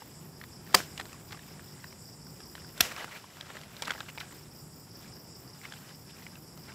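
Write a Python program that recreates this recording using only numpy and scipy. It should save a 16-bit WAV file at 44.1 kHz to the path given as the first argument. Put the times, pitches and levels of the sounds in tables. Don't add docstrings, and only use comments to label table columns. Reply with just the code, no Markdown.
import sys
import numpy as np
from scipy import signal
from scipy.fft import rfft, irfft
from scipy.io import wavfile

SR = 44100
rng = np.random.default_rng(int(sys.argv[2]) if len(sys.argv) > 2 else 0)


def log_audio(samples):
    frames = np.atleast_2d(samples).T
    limited = np.clip(frames, -1, 1)
    pcm = np.round(limited * 32767).astype(np.int16)
    wavfile.write(sys.argv[1], SR, pcm)


def gain_from_db(level_db):
    decades = np.asarray(level_db, float) / 20
    return 10 ** decades


N = 297234

# (frequency [Hz], level [dB per Hz])
TRAFFIC_COLOUR = [(20, -12), (40, -11.5), (153, -3), (280, -11), (383, -12.5), (430, -15.5), (635, -22),
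                  (687, -20.5), (920, -20), (1100, -23.5), (4200, -43), (5460, -79), (9240, -120)]
# (time [s], level [dB])
TRAFFIC_LEVEL = [(0, -51), (.9, -50), (2, -51.5), (2.7, -50.5), (2.95, -54), (3.3, -55), (3.45, -49),
                 (3.8, -50.5), (4.3, -51), (4.6, -51.5), (5.9, -52.5), (6.74, -51)]
AIR_DB = -70

# (time [s], near singer level [dB], upper pair level [dB])
CHORUS = [(0, -64, -61), (.6, -64, -61.5), (.9, -62.5, -58), (1.15, -65.5, -59.5), (1.9, -61, -58),
          (2.15, -59, -58), (2.6, -58.5, -61.5), (2.9, -65.5, -61), (3.4, -66.5, -62.5), (3.85, -65, -59),
          (4.3, -65, -60), (4.7, -62.5, -60.5), (5.25, -58.5, -61.5), (5.65, -62.5, -59), (5.84, -65, -60),
          (5.97, -61, -61), (6.4, -62.5, -60), (6.74, -63, -61)]
# (frequency [Hz], width [Hz], level [dB])
NEAR_SONG = [(4916, 590, -3), (5466, 770, -5)]
UPPER_SONG = [(7070, 580, 4.1), (8140, 760, 6.4)]
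FAR_SONG = [(11000, 1450, -2), (11490, 410, 0.5)]
FAR_SONG_DB = -65
THROBS_PER_S, THROB_DB = 27, 2.2
SWELLS_PER_S, SWELL_PEAK_S, SWELL_DB = 5.22, 2.08, 2.6

# (first chirp [s], gap [s], peak [dB])
BOUTS = [
    (.0014, 0.19, -55.5),
    (.627, 0.19, -55.5),
    (1.4044, 0.2, -55),
    (2.2468, 0.21, -54),
    (2.8844, 0.21, -58),
    (3.7044, .1945, -54),
    (4.3061, 0.208, -54),
    (5.5558, 0.19, -55.5),
    (6.1554, 0.19, -55),
]
BOUT_CHIRPS = [3, 4, 4, 3, 4, 3, 6, 3, 3]
STROKE_DB = [-4, -1, 0, 0, -2, -8]
STROKE_GAP_S = 0.019
# (frequency [Hz], width [Hz], level [dB])
WING = [(12000, 1300, -12), (13300, 770, -10), (14750, 1300, -9), (15260, 600, -10)]

# (frequency [Hz], level [dB per Hz])
LEAF_BODY = [(150, -11), (250, -0.5), (346, 6.5), (681, 4), (865, -4.5), (2450, -10), (2810, -10.5),
             (5000, -14), (6500, -19), (11000, -120)]
LEAF_EDGE = [(2500, -5), (4500, -5), (5200, -2), (6400, -1), (7800, -4.5), (9400, -8), (11500, -11),
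             (12800, -9), (16000, -22)]
# (peak time [s], peak [dB], rise [s], fall [s])
STIRS = [(0.0, -55.5, .05, 0.16), (.23, -62, 0.074, 0.067), (.43, -61, 0.066, 0.21), (.73, -52, 0.11, 0.37),
         (1.0, -43, 0.014, 0.02), (1.12, -53, 0.091, 0.064), (1.33, -54.5, 0.092, 0.19),
         (1.48, -56, 0.039, 0.45), (1.82, -58.5, .2, 0.18), (2.41, -60.5, 0.12, 0.11),
         (2.57, -59, 0.066, 0.41), (2.79, -48, 0.032, 0.35), (3.0, -40.5, 0.11, 0.068),
         (3.169, -46, 0.15, 0.047), (3.4, -50, 0.2, 0.23), (3.56, -47, 0.16, 0.18), (3.77, -52, 0.12, 0.23),
         (3.89, -43.5, 0.081, 0.12), (3.98, -49, .1, 0.14), (4.2, -50.5, 0.025, 0.14),
         (4.34, -56, 0.11, 0.17), (5.03, -56, 0.1, 0.13), (5.65, -55, 0.048, 0.3),
         (5.9, -55.5, 0.46, 0.071), (6.2, -53.5, 0.11, 0.11), (6.35, -58, 0.074, 0.043),
         (6.74, -55, 0.15, .1)]
STIR_SLOPE_DB, REST_DB = 11, -67.5
EDGE_REST_DB, EDGE_FOLLOWS = -73.5, 0.62
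RUB_REST_HZ, RUB_TOP_HZ, RUB_OCTAVES_PER_DB = 1100, 2050, 0.14
CRACKLES_PER_S, CRACKLE_FOLLOWS, CRACKLE_DB = 10, 1.2, -63.5
# (start [s], top level [dB], rise [s], 60 dB decay [s], edge over body [dB])
SHUDDERS = [
    (0.749, -31, 0.013, 0.25, 3.5),
    (2.814, -31.5, 0.015, 0.24, 4),
]

# (time [s], peak [dB], frequency [Hz], 60 dB decay [s])
THUDS = [
    (.70, -48, 190, 0.088),
    (0.748, -32, 190, 0.16),
    (1.31, -42, 110, .1),
    (2.811, -31.5, 70, 0.09),
    (3.88, -38, 280, 0.054),
    (3.95, -48, 80, .15),
    (4.18, -46, 70, .12),
    (4.312, -41.5, 296, 0.055),
]
# (start [s], length [s], level [dB], from [Hz], to [Hz])
SCRAPES = [(4.2, 0.016, -39, 5600, 1200), (3.846, .017, -42.5, 4000, 4000),
           (3.823, 0.0196, -38, 2500, 1800), (2.9, .007, -48, 1900, 2800),
           (5.634, 0.022, -49.5, 2100, 2100), (5.657, .014, -54, 2200, 1200),
           (2.912, .016, -39.5, 2200, 1100), (2.982, .02, -44, 1800, 3000), (3.005, .016, -42.5, 695, 1830),
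           (4.083, .02, -44.5, 1200, 2800), (4.208, 0.0143, -44.5, 1600, 2500),
           (0.8, 0.0079, -33, 1180, 1500), (.976, 0.0083, -39.5, 3360, 2600),
           (1.322, .012, -42, 3400, 1500), (3.872, .006, -39, 1480, 1150), (3.893, 0.0086, -38, 1800, 2400),
           (3.914, 0.0105, -37, 1490, 2000), (3.5, 0.0142, -41, 1700, 706), (2.85, 0.0085, -37, 2340, 1970),
           (3.043, 0.0078, -37.5, 1010, 2030), (6.68, .035, -51, 1900, 1550), (5.885, .04, -53, 1650, 1600),
           (5.76, .02, -51, 2400, 3100), (6.095, .022, -54, 2900, 3100), (3.11, .04, -46, 2600, 1400),
           (3.15, .035, -46, 1400, 2800), (.775, .03, -40, 5000, 5300), (.727, .005, -46, 7000, 2500)]
# (time [s], peak [dB], ring [Hz], bright crack [dB])
GRIP_KNOCKS = [(.021, -38.5, 850, -24), (0.414, -35, 1960, -30), (.439, -33, 1970, -19),
               (.666, -44, 1920, -8), (0.674, -43, 1810, -17), (.978, -28, 2980, -20),
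               (0.998, -25, 1800, -18), (1.011, -30, 1890, -17), (1.055, -35.5, 1810, -13),
               (1.095, -47, 2500, -10), (1.13, -40.5, 1180, -2.5), (1.143, -45, 1100, -17),
               (1.211, -47, 2200, -11), (.999, -32, 3300, -21), (0.999, -34, 780, -21),
               (1.012, -37, 3500, -25), (1.309, -39, 1680, -16), (1.323, -33.5, 3300, -25),
               (1.328, -35, 1390, -18), (1.346, -39, 1210, -17), (1.373, -42, 1890, -19),
               (1.392, -41, 1730, -10), (1.464, -48, 1570, -12), (1.595, -39, 1660, -27),
               (1.842, -34.5, 1810, -21), (1.927, -41, 2080, -13), (2.404, -41, 1510, -15),
               (2.553, -30.5, 1800, -18), (2.58, -41, 1590, -20), (2.646, -44, 1580, -22),
               (2.778, -36, 1570, -7), (2.269, -46, 1510, -15)]
# (time [s], peak [dB], ring [Hz], bright crack [dB])
FALL_KNOCKS = [(2.922, -35.5, 1060, -3.5), (2.964, -29.5, 2390, -16), (3.044, -35, 1450, -16),
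               (2.966, -35, 1800, -25), (3.017, -44, 1760, -25), (3.08, -41, 1490, -23),
               (3.173, -42, 1390, -11), (3.242, -39, 1000, -28), (3.185, -44, 2400, -12),
               (3.37, -37, 1590, -11), (3.41, -25.5, 3470, -27), (3.504, -38, 1680, -22),
               (3.569, -29, 1770, -25), (3.614, -35.5, 2850, -10), (3.635, -35, 2200, -12),
               (3.554, -37, 830, -10), (3.747, -45, 2470, -19.5), (3.767, -33, 3840, -27),
               (3.8217, -24, 2170, -6.5), (3.8219, -28.5, 990, -24), (3.822, -25, 3440, -26),
               (3.855, -28, 4470, -28), (3.875, -31, 1500, -8), (3.88, -23.5, 1230, -17),
               (3.897, -31, 1590, -25), (3.906, -19.5, 2050, -24), (3.9065, -22, 1430, -28),
               (3.908, -22, 3240, -22), (3.918, -30, 1540, -17), (3.936, -35, 2110, -15),
               (3.95, -37, 810, -23), (4.005, -27.5, 3500, -28), (4.006, -29, 1460, -25),
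               (4.087, -37, 2740, -30), (4.1, -35, 2790, -15), (4.03, -42, 1240, -15),
               (4.062, -44, 1570, -20), (4.157, -46, 1490, -20), (4.176, -34.5, 910, -23),
               (4.177, -31, 2880, -25), (4.182, -30, 2110, -27), (4.21, -38, 1760, -24),
               (4.31, -44, 1870, -20), (4.324, -41, 1920, -20)]
# (time [s], peak [dB], ring [Hz], bright crack [dB])
LAST_KNOCKS = [(5.615, -43, 2230, -22), (5.641, -41, 2250, -29), (5.648, -43, 1900, -28),
               (5.653, -32, 2180, -31), (5.685, -46, 1720, -22), (5.712, -47, 1600, -16),
               (5.7225, -34, 1620, -28), (5.724, -32, 3300, -20), (5.737, -41, 1500, -22),
               (5.738, -37, 3300, -25), (6.266, -35.5, 2140, -24), (6.355, -41.5, 2780, -13),
               (6.575, -45, 1300, 0), (6.701, -44, 1720, -25), (6.72, -43, 2450, -22)]
KNOCK_SPREAD_S = 0.002998

# (time [s], peak [dB], ring [Hz], bright crack [dB], spread [s])
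FIRST_CUT = [
    (.7428, -22, 1510, -13, 0.00072),
    (.7437, -18, 1030, -19, 0.0013),
    (.7450, -5, 1230, -9, 0.00092),
    (.7474, 6, 5040, -31, 0.00098),
    (.7491, -7.5, 1240, -45, 0.00061),
    (.7503, -0.5, 4800, -12, 0.00094),
    (.7522, -9, 4800, -36, 0.0014),
    (.7385, -30, 3600, -20, 0.0083),
]
SECOND_CUT = [
    (2.8038, -25, 2000, -9, 0.0012),
    (2.8060, -11.5, 1860, -12, 0.00079),
    (2.8074, -0.5, 3700, -12, 0.0012),
    (2.8085, -5.5, 7400, -17, 0.00058),
    (2.8099, -5.5, 5500, -5, 0.00071),
    (2.8078, -8.5, 6130, -25, 0.0011),
    (2.8110, -14.5, 2637, -10, 0.0016),
    (2.8130, -13, 3800, -17, 0.002),
]
# (frequency [Hz], level [dB], 60 dB decay [s])
FIRST_RING = [
    (530, -21.5, 0.058),
    (723, -27, 0.11),
    (830, -28, 0.07),
    (1030, -22, 0.057),
    (4300, -30, 0.027),
    (401, -29, 0.095),
    (5120, -33, 0.1),
    (4980, -28, 0.08),
]
SECOND_RING = [
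    (715, -24, 0.036),
    (1390, -22.5, 0.024),
    (2790, -20, 0.025),
    (333, -25.5, 0.02),
    (12670, -12, 0.018),
]

# (deepest [s], depth [dB], down [s], back [s])
DUCK = (3.5, -3, 0.3, 0.35)
# (frequency [Hz], width [Hz], depth [dB])
PORT_DIPS = [(6420, 600, -6), (9070, 2600, -5.5)]
CUTOFF_HZ = 15720


def rms_one(x):
    return x / np.sqrt(np.mean(x ** 2) + 1e-20)


def in_time(rows):
    s, *columns = np.transpose(rows)
    return [np.interp(np.arange(N) / SR, s, c) for c in columns]


def drift(rate):
    r = np.exp(-80 * np.pi * rate / SR)
    noise = rng.standard_normal(N // 40 + 2002)
    slow = signal.lfilter([1], [1, -2 * r, r * r], noise)[2000:]
    return np.interp(np.arange(N) / 40, np.arange(len(slow)), rms_one(slow))


def ring(clicks, hz, t60):
    r, w = gain_from_db(-60 / (t60 * SR)), 2 * np.pi * hz / SR
    return signal.lfilter([0, np.sin(w)], [1, -2 * r * np.cos(w), r * r], clicks + 1e-18)


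def resonate(x, peaks):
    out = 0
    for k, (hz, width_hz, level_db) in enumerate(peaks):
        r = np.exp(-np.pi * width_hz / SR)
        b = [1 - r * r, 0, r * r - 1]
        a = [2, -4 * r * np.cos(2 * np.pi * hz / SR), 2 * r * r]
        once = signal.lfilter(b, a, x)
        out = out + (-1) ** k * gain_from_db(level_db) * signal.lfilter(b, a, once)
    return rms_one(out)


def coloured(x, spectrum):
    hz, level_db = np.transpose(spectrum)
    grid = np.arange(N // 2 + 1) * SR / N + 1
    gain = gain_from_db(np.interp(np.log(grid), np.log(hz), level_db))
    return rms_one(irfft(rfft(x) * gain, N))


def grains(per_s, spread_db):
    sizes = gain_from_db(spread_db * np.minimum(rng.exponential(1, N), 4)) * rng.choice([-1, 1], N)
    return sizes * (rng.random(N) < per_s / SR)


def snaps(rows, cycles, side_db, top_hz, fade, breadth=0):
    out, t = np.zeros(N + 2048), np.arange(2048) / SR
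    high = signal.butter(2, [3800, top_hz], "band", fs=SR, output="sos")
    for (s, peak_db, hz, crack_db, spread_s), draw in zip(rows, rng.random((len(rows), 12))):
        clicks = np.zeros(2048)
        clicks[0] = 1
        after = 1 + (draw[:5] * 1.5 * spread_s * SR).astype(int)
        clicks[after] = (1.83 * draw[5:10] - .9) * (1 - fade * draw[:5])

        body = ring(clicks, hz, cycles / hz)
        side_gain = gain_from_db(side_db + breadth * crack_db)
        for ratio in (0.59 + 0.048 * draw[10], 1.328 + 0.45 * draw[11], min(2.2, 6500 / hz)):
            body += side_gain * ring(clicks, hz * ratio, cycles / hz)
        band = signal.butter(1, [.5 * hz, min(3 * hz, 15000)], "band", fs=SR, output="sos")
        body = signal.sosfilt(band, body)

        crack = signal.sosfilt(high, rng.standard_normal(2048) * np.exp(-t / spread_s))
        snap = body / np.abs(body).max() + gain_from_db(crack_db + 5.0) * crack / np.abs(crack).max()
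        at = round(s * SR)
        out[at:at + 2048] += gain_from_db(peak_db) * snap
    return out[:N]


def traffic():
    level_db, = in_time(TRAFFIC_LEVEL)
    rumble = coloured(rng.standard_normal(N), TRAFFIC_COLOUR) * gain_from_db(.8 * drift(4))
    drone = resonate(rng.standard_normal(N), [(152.64, 3.9, 4.5), (390.7, 21, -15.5)])
    return gain_from_db(level_db) * (rumble + gain_from_db(-9.5) * drone)


def cicadas():
    near_db, upper_db = in_time(CHORUS)
    throb_db = THROB_DB * np.sin(2 * np.pi * np.cumsum(THROBS_PER_S * (1 + 0.11 * drift(2.7))) / SR)
    throb_db += SWELL_DB * np.cos(2 * np.pi * SWELLS_PER_S * (np.arange(N) / SR - SWELL_PEAK_S))
    near = resonate(grains(2500, 0.86), NEAR_SONG)
    near *= gain_from_db(near_db + 2.5 + 1.1 * drift(30) + 0.88 * drift(17) + throb_db)
    upper = resonate(rng.standard_normal(N), UPPER_SONG) * gain_from_db(upper_db + 0.5 + 2.0 * drift(7.5))
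    far = resonate(rng.standard_normal(N), FAR_SONG) * gain_from_db(FAR_SONG_DB + 0.87 * drift(2.0))
    return near + upper + far


def bush_cricket():
    strokes = np.zeros(N)
    for (first_s, gap_s, peak_db), count in zip(BOUTS, BOUT_CHIRPS):
        for k in range(count):
            s = first_s + k * gap_s
            at = ((s + STROKE_GAP_S * np.arange(len(STROKE_DB))) * SR).astype(int)
            uneven_db = rng.normal(0, 0.82, len(at))
            strokes[at] = gain_from_db(peak_db - 4.5 + np.array(STROKE_DB) + uneven_db)
    puff = np.hanning(int(.018 * SR))
    direct = signal.fftconvolve(strokes, puff)[int(.007 * SR):][:N]
    fade = gain_from_db(-60 / (.45 * SR))
    blur = signal.lfilter([gain_from_db(-64)], [1, -fade], direct)
    noise = rng.standard_normal((2, N))
    return direct * resonate(noise[0], WING) + blur * resonate(noise[1], WING)


def stirring():
    t = np.arange(0, N + 64, 64) / SR
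    power = gain_from_db(2 * REST_DB)
    for s, peak_db, rise_s, fall_s in STIRS:
        away = np.where(t < s, (s - t) / rise_s, (t - s) / fall_s)
        power = power + gain_from_db(2 * (peak_db - STIR_SLOPE_DB * away))
    return np.interp(np.arange(N) / SR, t, 10 * np.log10(power))


def leaf_grains(per_s, spread_db, centre_hz, patchy_db):
    rub, dealt = grains(per_s, spread_db), rng.integers(0, 14, N)
    hz, level_db = np.transpose(LEAF_BODY)
    body = 0
    for k, p_hz in enumerate(np.geomspace(350, 4300, 14)):
        at = np.flatnonzero(rub * (dealt == k))
        octaves_off = np.log2(p_hz / (centre_hz + np.zeros(N))[at])
        lean_db = -3.5 * octaves_off ** 2 + patchy_db * drift(20.5)[at]
        gain = gain_from_db(np.interp(p_hz, hz, level_db) + lean_db) * p_hz
        t60, clicks = 12 / p_hz, np.zeros(N)
        clicks[at] = gain * rub[at]
        body = body + p_hz * ring(ring(clicks, p_hz, t60), p_hz, t60)
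    return rms_one(body), coloured(rub + .5 * rng.standard_normal(N), LEAF_EDGE)


def crackle(swing_db):
    ticks = grains(CRACKLES_PER_S * gain_from_db(CRACKLE_FOLLOWS * swing_db), 3.5)
    ticks *= gain_from_db(CRACKLE_DB + 0.72 * swing_db)
    dealt = rng.integers(0, 8, N)
    pitches_hz = np.geomspace(1000, 5000, 8)
    return sum(ring(ticks * (dealt == k), hz, 6.3 / hz) for k, hz in enumerate(pitches_hz))


def leaves():
    body_db = stirring()
    swing_db = body_db - REST_DB
    centre_hz = np.minimum(RUB_REST_HZ * 2 ** (RUB_OCTAVES_PER_DB * swing_db), RUB_TOP_HZ)
    body, edge = leaf_grains(4500 * gain_from_db(3 * drift(40)), 2.74, centre_hz, patchy_db=2.5)
    edge_db = EDGE_REST_DB + EDGE_FOLLOWS * swing_db + 8.0
    return gain_from_db(body_db - 1.0) * body + gain_from_db(edge_db) * edge + crackle(swing_db)


def shudder():
    body, edge = leaf_grains(9000, 3.3, 1950, patchy_db=5.5)
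    out = np.zeros(N)
    for s, top_db, rise_s, t60, tilt_db in SHUDDERS:
        age = np.maximum(np.arange(N) / SR - s, 0)
        swell = gain_from_db(top_db - 60 * age / t60) * (1 - np.exp(-age / rise_s))
        out += swell * (body + gain_from_db(tilt_db) * edge)
    return out


def thuds():
    out, t = np.zeros(N + SR), np.arange(SR // 2) / SR
    for s, peak_db, hz, t60 in THUDS:
        out[round(s * SR):][:len(t)] += gain_from_db(peak_db - 60 * t / t60) * np.sin(2 * np.pi * hz * t)
    return out[:N]


def scrapes():
    out = np.zeros(N)
    all_slips = rng.standard_normal((len(SCRAPES), 2, 2048))
    for (s, length_s, level_db, from_hz, to_hz), slips in zip(SCRAPES, all_slips):
        part = np.clip(np.arange(2048) / (length_s * SR), 0, 1)
        turn = 2 * np.pi * np.cumsum(from_hz * (to_hz / from_hz) ** part) / SR
        slow = signal.lfilter([1], [1, -np.exp(-2 * np.pi * 600 / SR)], slips ** 3)
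        rub = rms_one(slow[0] * np.cos(turn) + slow[1] * np.sin(turn))
        out[round(s * SR):][:2048] += gain_from_db(level_db) * rub * np.sin(np.pi * part ** 0.52) ** .5
    return out


def knocks():
    rows = [(*row, KNOCK_SPREAD_S) for row in GRIP_KNOCKS + FALL_KNOCKS + LAST_KNOCKS]
    return snaps(rows, 12.9, -2.1, top_hz=9000, fade=0.65, breadth=0.44)


def cut(fibres, modes, main):
    blow = np.zeros(N)
    blow[round(fibres[main][0] * SR)] = 1
    ringing = sum(gain_from_db(db) * ring(blow, hz, t60) for hz, db, t60 in modes)
    return snaps(fibres, 11.8, -6.5, top_hz=14500, fade=0.38) + ringing


def scene():
    shears = cut(FIRST_CUT, FIRST_RING, main=3) + cut(SECOND_CUT, SECOND_RING, main=2)
    air = gain_from_db(AIR_DB) * rng.standard_normal(N)
    handling = gain_from_db(2.5) * knocks() + leaves() + shudder() + thuds() + scrapes()
    mono = shears + handling + cicadas() + bush_cricket() + traffic() + air
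    return np.array([mono, mono])


def ducking():
    s, depth_db, down_s, back_s = DUCK
    t = np.arange(N) / SR - s
    return gain_from_db(depth_db * np.exp(-(t / np.where(t < 0, down_s, back_s)) ** 2))


def roll_off(x):
    return signal.sosfilt(signal.butter(12, 16450, fs=SR, output="sos"), x)


def record(dry):
    mid = signal.sosfilt(signal.butter(3, 56, "high", fs=SR, output="sos"), dry[0] * ducking())
    for hz, width_hz, dip_db in PORT_DIPS:
        mid = mid - (1 - gain_from_db(dip_db)) * signal.lfilter(*signal.iirpeak(hz, hz / width_hz, fs=SR), mid)
    mid = .9 * np.tanh(mid / .9)
    mid = signal.sosfilt(signal.ellip(12, .5, 60, CUTOFF_HZ, fs=SR, output="sos"), mid)

    smear, top = rng.standard_normal(600), gain_from_db(-43)
    limited = top * np.tanh(mid / top)
    side = signal.fftconvolve(limited, smear / np.linalg.norm(smear))[300:N + 300]
    bright = signal.sosfilt(signal.butter(2, 7500, "high", fs=SR, output="sos"), side)
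    body = signal.sosfilt(signal.butter(1, 450, "high", fs=SR, output="sos"), side)
    side = gain_from_db(-15) * body + gain_from_db(-18) * bright
    return roll_off(np.array([mid + side, mid - side]))


dry = scene()
out = record(dry)
log_audio(out)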